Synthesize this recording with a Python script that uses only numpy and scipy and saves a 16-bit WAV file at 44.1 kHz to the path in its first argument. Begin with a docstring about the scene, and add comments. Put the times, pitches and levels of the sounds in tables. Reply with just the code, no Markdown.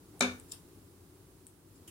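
"""In a small, quiet room, close to the microphone, steel scissors are taken up from a wooden table.
They knock once: broadband contacts excite decaying modes of table and blades, and the diffuse room.
The blades slide open (stick-slip noise), tick (echoed impulses) and start to bite into yarn (a noise pulse).
A low room hum and a faint hiss, both filtered noise, run throughout."""
import sys
import numpy as np
from scipy import signal
from scipy.fft import rfft, irfft
from scipy.io import wavfile

SR = 44100
rng = np.random.default_rng(int(sys.argv[2]) if len(sys.argv) > 2 else 0)


def unload_audio(sound):
    """Save the sound as a 16-bit wav file, at the path given as the first command line argument."""
    columns = np.transpose(np.atleast_2d(sound))
    # keep every value between -1 and 1, then stretch to whole-number steps
    steps = np.round(np.clip(columns, -1, 1) * 32767)
    wavfile.write(sys.argv[1], SR, steps.astype(np.int16))


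N = 83790  # samples, 1.9 s


def undb(db):
    """Amplitude ratio of a level in decibels."""
    return 10 ** (np.asarray(db) / 20)


def gains(points):
    """Spectral envelope: gain at each FFT bin, interpolated in dB over log frequency."""
    hz, db = np.array(points, float).T
    bin_hz = np.arange(N + 1) * SR / (2 * N)
    return undb(np.interp(np.log(bin_hz + 1), np.log(hz), db))


def colour(x, gain):
    """Minimum-phase filtering: folding the cepstrum makes a gain curve causal."""
    cepstrum = irfft(np.log(gain))
    cepstrum[1:N] *= 2
    cepstrum[N + 1:] = 0
    response = np.exp(rfft(cepstrum))
    return irfft(rfft(x, 2 * N) * response)[..., :N]


def shaped(x, points):
    """Source-filter principle: colour a sound, keeping the power that white noise would have."""
    gain = gains(points)
    return colour(x, gain / np.sqrt(np.mean(gain ** 2)))


def convolve(x, response):
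    """Linear superposition: each sample of the sound launches a copy of the response."""
    return signal.fftconvolve(np.atleast_2d(x), response, axes=-1)[:, :N]


def diffuse(wide_hz):
    """Diffuse-field coherence: stereo noise, alike in the bass and unrelated well above wide_hz."""
    hz = np.fft.rfftfreq(N, 1 / SR)
    alike = 1 / (1 + (hz / wide_hz) ** 4)
    mid, side = rfft(rng.standard_normal((2, N)))
    mid = mid * np.sqrt((1 + alike) / 2)
    side = side * np.sqrt((1 - alike) / 2)
    return irfft(np.array([mid + side, mid - side]), N)


def pan(db):
    """Interchannel level difference: gains that set left minus right to db."""
    return undb(np.array([[db], [-db]]) / 2)


def fade(t60, rise_s):
    """Exponential decay by 60 dB in t60 seconds, after an exponential rise."""
    t = np.arange(N) / SR
    return (1 - np.exp(-t / rise_s)) * np.exp(-np.log(1000) * t / t60)


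def room(t60, treble_t60):
    """Diffuse reverberation: decaying noise of unit energy, split at 3 kHz into two decay times."""
    wide_hz, rise_s = 790, 0.0013
    noise = diffuse(wide_hz)
    low = signal.sosfiltfilt(signal.butter(2, 3000, fs=SR, output="sos"), noise)
    tail = low * fade(t60, rise_s) + (noise - low) * fade(treble_t60, rise_s)
    return tail / np.sqrt(np.sum(tail ** 2) / 2)


def impulses(rows, start=0):
    """Ideal impulsive excitation: one sample for each (s, dB) row."""
    out = np.zeros(N)
    for s, db in rows:
        out[int(np.clip((start + s) * SR, 0, N - 1))] += undb(db)
    return out


# left minus right level of the scissors: frequency_hz, difference_db
SCISSORS_LEAN = [(100, 6.5), (400, -0.5), (1300, 1), (2400, 2), (4400, 0.5), (7000, 10.5), (9500, 3),
                 (14000, -9.5)]


def leaning(x):
    """Frequency-dependent level difference: mostly louder left, chiefly near 7 kHz; the very top leans right."""
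    gain = np.sqrt(gains(SCISSORS_LEAN))  # half the difference on each side
    return np.array([colour(x[0], gain), colour(x[1], 1 / gain)])


def ports(x):
    """Interchannel time difference: a sound from the left reaches the right microphone later."""
    lag_s = 0.00023
    t = np.arange(N) / SR
    return np.array([x, np.interp(t - lag_s, t, x)])


# spectrum of the room hum: frequency_hz, relative_db_per_hz
HUM_SPECTRUM = [(25, -34), (42, -30), (55, 1.5), (70, -9.5), (90, 5.5), (130, -3.5), (185, -2.5),
                (225, -10), (280, 0.5), (365, -1), (450, -10.5), (600, -22), (1200, -21), (2000, -33.5),
                (4000, -28), (16000, -30.5)]
# level of the hum over time, added to HUM_DB: time_s, level_db
HUM_COURSE = [(0, 3.5), (.4, 3.5), (.75, 4), (.9, 1), (1.2, 2), (1.45, 0.5), (1.6, -2.5), (1.72, 2),
              (1.9, 3)]
# spectrum of the hiss: frequency_hz, relative_db_per_hz
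HISS_SPECTRUM = [(500, 9), (3000, -3.5), (6000, -5), (9300, 0.5), (9750, -3.5), (10000, 8.5), (10300, -1),
                 (13000, -4), (16000, -2)]
# level of the hiss over time, added to HISS_DB: time_s, level_db
HISS_COURSE = [(0, -0.5), (.2, 2.5), (.36, 6), (.62, 1.5), (.9, 0.5), (1.43, 0), (1.62, -1), (1.8, 0)]
HUM_DB, HUM_PAN_DB, HUM_WIDE_HZ, HUM_WAVER_DB = -60, 3, 1130, 0.5
HISS_DB, HISS_PAN_DB = -65.5, -5


def background():
    """Stationary filtered noise, slowly modulated: a wavering low room hum under faint hiss."""
    t = np.arange(N) / SR
    waver = np.interp(t, np.linspace(0, t[-1], 40), rng.standard_normal(40))
    hum_db = HUM_DB + np.interp(t, *np.array(HUM_COURSE).T) + HUM_WAVER_DB * waver
    hum = shaped(diffuse(HUM_WIDE_HZ), HUM_SPECTRUM) * undb(hum_db) * pan(HUM_PAN_DB)
    hiss_db = HISS_DB + np.interp(t, *np.array(HISS_COURSE).T)
    hiss = shaped(rng.standard_normal((2, N)), HISS_SPECTRUM) * undb(hiss_db) * pan(HISS_PAN_DB)
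    return hum + hiss


def brush():
    """Resonance excited by noise: a soft, hollow rub just before the knock."""
    peak_s, length_s, level_db, pitch_hz, width_hz = .162, .025, -65, 750, 130
    t = np.arange(N) / SR
    resonance = signal.iirpeak(pitch_hz, pitch_hz / width_hz, fs=SR)
    band = signal.lfilter(*resonance, rng.standard_normal(N))
    swell = np.exp(-((t - peak_s) / length_s) ** 2)
    return band / np.std(band) * undb(level_db) * swell


# light ticks of the blades: start_s, level_db, room_db (relative to the tick)
BLADE_TICKS = [(0.1948, -30, -4), (0.3993, -27.5, -10), (1.468, -27.5, -3)]
# spectrum of a tick: frequency_hz, relative_db
TICK_SPECTRUM = [(1000, -32), (3000, -19), (6300, -21), (7900, -2), (9200, 1), (11000, -11.5), (16000, -26)]
TICK_T60_S, TABLE_ECHO_S, TABLE_ECHO_DB = 0.16, 0.0018, -10


def click(rows):
    """Image source: each impulse is followed by its reflection in the table top."""
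    echo = undb(TABLE_ECHO_DB) * impulses(rows, TABLE_ECHO_S)
    return shaped(impulses(rows) + echo, TICK_SPECTRUM)


def ticks():
    """Direct and reverberant field: small bright clicks, each with its own share of room."""
    direct = click([(s, db) for s, db, room_db in BLADE_TICKS])
    sent = click([(s, db + room_db) for s, db, room_db in BLADE_TICKS])
    return leaning(direct + convolve(sent, room(TICK_T60_S, TICK_T60_S)))


# spectrum of the wooden thump: frequency_hz, relative_db
THUMP_SPECTRUM = [(40, -29), (110, -4), (250, -9), (700, 5.5), (1100, -6.5), (2000, -41), (5000, -44),
                  (16000, -15)]
# contacts (first touch, blow, rattle): start_s (from the knock), level_db (added to CRACK_DB)
KNOCK_CONTACTS = [(-0.0020, -13), (0.0001, -23), (0.0007, -0.5), (0.0160, -9)]
# spectrum of a contact: frequency_hz, relative_db
CRACK_SPECTRUM = [(100, -20), (300, -20), (700, -21), (1400, 6), (1900, -16), (2280, 7), (2800, -26),
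                  (3700, 2.5), (4400, 2), (5100, -3.5), (6100, 5.5), (7800, 2.5), (8800, -11), (9600, 2),
                  (11500, -21.5), (16000, -47)]
# modes of table and scissors: pitch_hz, level_db (added to RING_DB), t60_s (before late damping)
RING_MODES = [(193.8, -34.5, 0.33), (248.6, -22.5, .3), (402.2, -30.5, 0.24), (511.4, -42, 0.37),
              (537, -29, 0.2), (643, -44, 0.16), (726, -30, 0.18), (1157, -42.5, 0.36), (1290, -36, 0.24),
              (1460, -37, 0.32), (1605, -39, 0.23), (1781, -38, 0.32), (2294, -20, 0.19), (3558, -32, 0.22),
              (3660, -27, 0.12)]
# spectrum of the knock as the room returns it: frequency_hz, relative_db
KNOCK_ROOM_SPECTRUM = [(40, -62), (120, -9), (200, -8), (400, -1.5), (700, -2), (1000, -3.5), (1450, 1.5),
                       (1780, -1), (1950, -13.5), (2300, 5), (2800, -9), (3100, -5.5), (3280, -14),
                       (3600, 1.5), (4200, -6.5), (5200, -12), (6300, -8), (8000, -17), (9600, -16.5),
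                       (11500, -24), (16000, -47)]
KNOCK_S, THUMP_DB = 0.208, -4
CRACK_DB, CRACK_PAN_DB, CRACK_T60_S, CRACK_RISE_S, CRACK_WIDE_HZ = -1, 5, 0.0086, .0001, 1170
RING_DB, RING_RISE_S = 2, 0.025
BOOM_HZ, BOOM_DB, BOOM_T60_S, BOOM_RISE_S = 89.2, -26.5, 0.47, 0.36
# decay times before late damping
KNOCK_ROOM_DB, KNOCK_T60_S, KNOCK_TREBLE_T60_S = 3, 0.32, 0.29
DAMPED_AFTER_S, DAMP_STEEPNESS = 0.22, 6


def knock():
    """Impact and modal decay: wood thumps, steel cracks, both ring on; a low room resonance builds up."""
    t = np.arange(N) / SR
    blow = impulses([(KNOCK_S, 0)])
    thump = ports(shaped(blow, THUMP_SPECTRUM)) * undb(THUMP_DB)

    # the contacts add in power; noise gives each sample its sign
    burst = fade(CRACK_T60_S, CRACK_RISE_S) ** 2
    burst = np.atleast_2d(burst / burst.sum())
    power = np.abs(convolve(impulses(KNOCK_CONTACTS, KNOCK_S) ** 2, burst))
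    crack = shaped(np.sqrt(power) * np.sign(diffuse(CRACK_WIDE_HZ)), CRACK_SPECTRUM)
    crack = crack * undb(CRACK_DB) * pan(CRACK_PAN_DB)

    ring = np.zeros(N)
    for hz, db, t60 in RING_MODES:
        ring += undb(RING_DB + db) * np.sin(2 * np.pi * hz * t) * fade(t60, RING_RISE_S)
    boom = undb(BOOM_DB) * np.sin(2 * np.pi * BOOM_HZ * t) * fade(BOOM_T60_S, BOOM_RISE_S)
    tail = shaped(room(KNOCK_T60_S, KNOCK_TREBLE_T60_S), KNOCK_ROOM_SPECTRUM) * undb(KNOCK_ROOM_DB)

    # ring and room tail die away faster towards their end
    damped = 1 / np.sqrt(1 + (t / DAMPED_AFTER_S) ** DAMP_STEEPNESS)
    response = (tail + ports(ring)) * damped + ports(boom)
    return thump + crack + leaning(convolve(blow, response))


# blades sliding over each other: peak_s, level_db, rise_s, fall_s
BLADE_SLIDES = [(0.499, -61, 0.0097, 0.03), (0.5211, -35, 0.0024, .0022), (1.760, -66.5, 0.0068, 0.018)]
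# spectrum of the sliding blades: frequency_hz, relative_db
BLADE_SPECTRUM = [(1000, -28), (2200, -42), (3150, -4), (4200, -13), (5150, 2), (6300, -11.5), (7200, 4),
                  (8200, 0), (9200, -2.5), (10500, -4), (13000, -17), (16000, -11)]
# spectrum of the slide sent to the room: frequency_hz, relative_db
BLADE_ROOM_SPECTRUM = [(1000, -6), (2200, -12.5), (3100, 1.5), (4300, -9), (5100, 0), (6300, -9),
                       (7200, -5.5), (9000, 3.5), (10500, -6), (13000, -9), (16000, -21)]
SLIDE_GRAINS_PER_S, SLIDE_ROOM_DB, SLIDE_T60_S = 25300, -3.5, 0.21


def slides():
    """Stick-slip friction: edge on edge, a short swell of tiny slips rings the blades and the room."""
    t = np.arange(N) / SR
    force = np.zeros(N)
    for s, db, rise, fall in BLADE_SLIDES:
        force += undb(db) * np.exp(-np.maximum((s - t) / rise, (t - s) / fall))
    share = min(SLIDE_GRAINS_PER_S / SR, 1)  # chance of a slip in each sample
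    slipping = rng.random((2, N)) < share
    slips = force * slipping * rng.standard_normal((2, N)) / np.sqrt(share)
    tail = convolve(shaped(slips, BLADE_ROOM_SPECTRUM), room(SLIDE_T60_S, SLIDE_T60_S))
    return leaning(shaped(slips, BLADE_SPECTRUM) + undb(SLIDE_ROOM_DB) * tail)


# spectrum of the bite into the yarn: frequency_hz, relative_db
BITE_SPECTRUM = [(1000, -16), (2400, -1), (3000, 5.5), (4200, -12.5), (7000, 1), (9200, 3), (11500, -1),
                 (16000, -8)]


def bite():
    """Force-modulated noise: the edges first catch the yarn with a tiny dry crunch."""
    peak_s, level_db, rise_s, fall_s = 1.879, -47.5, 0.0022, 0.018
    t = np.arange(N) / SR
    force = undb(level_db) * np.exp(-np.maximum((peak_s - t) / rise_s, (t - peak_s) / fall_s))
    return shaped(force * rng.standard_normal((2, N)), BITE_SPECTRUM)


def scene():
    """Superposition: all sounds at the table add."""
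    return background() + brush() + ticks() + knock() + slides() + bite()


def record(dry):
    """Band limiting: a steep elliptic low-pass cuts the top of the spectrum."""
    top_hz = 15850
    return signal.sosfilt(signal.ellip(10, .2, 70, top_hz, fs=SR, output="sos"), dry)


dry = scene()
out = record(dry)
unload_audio(out)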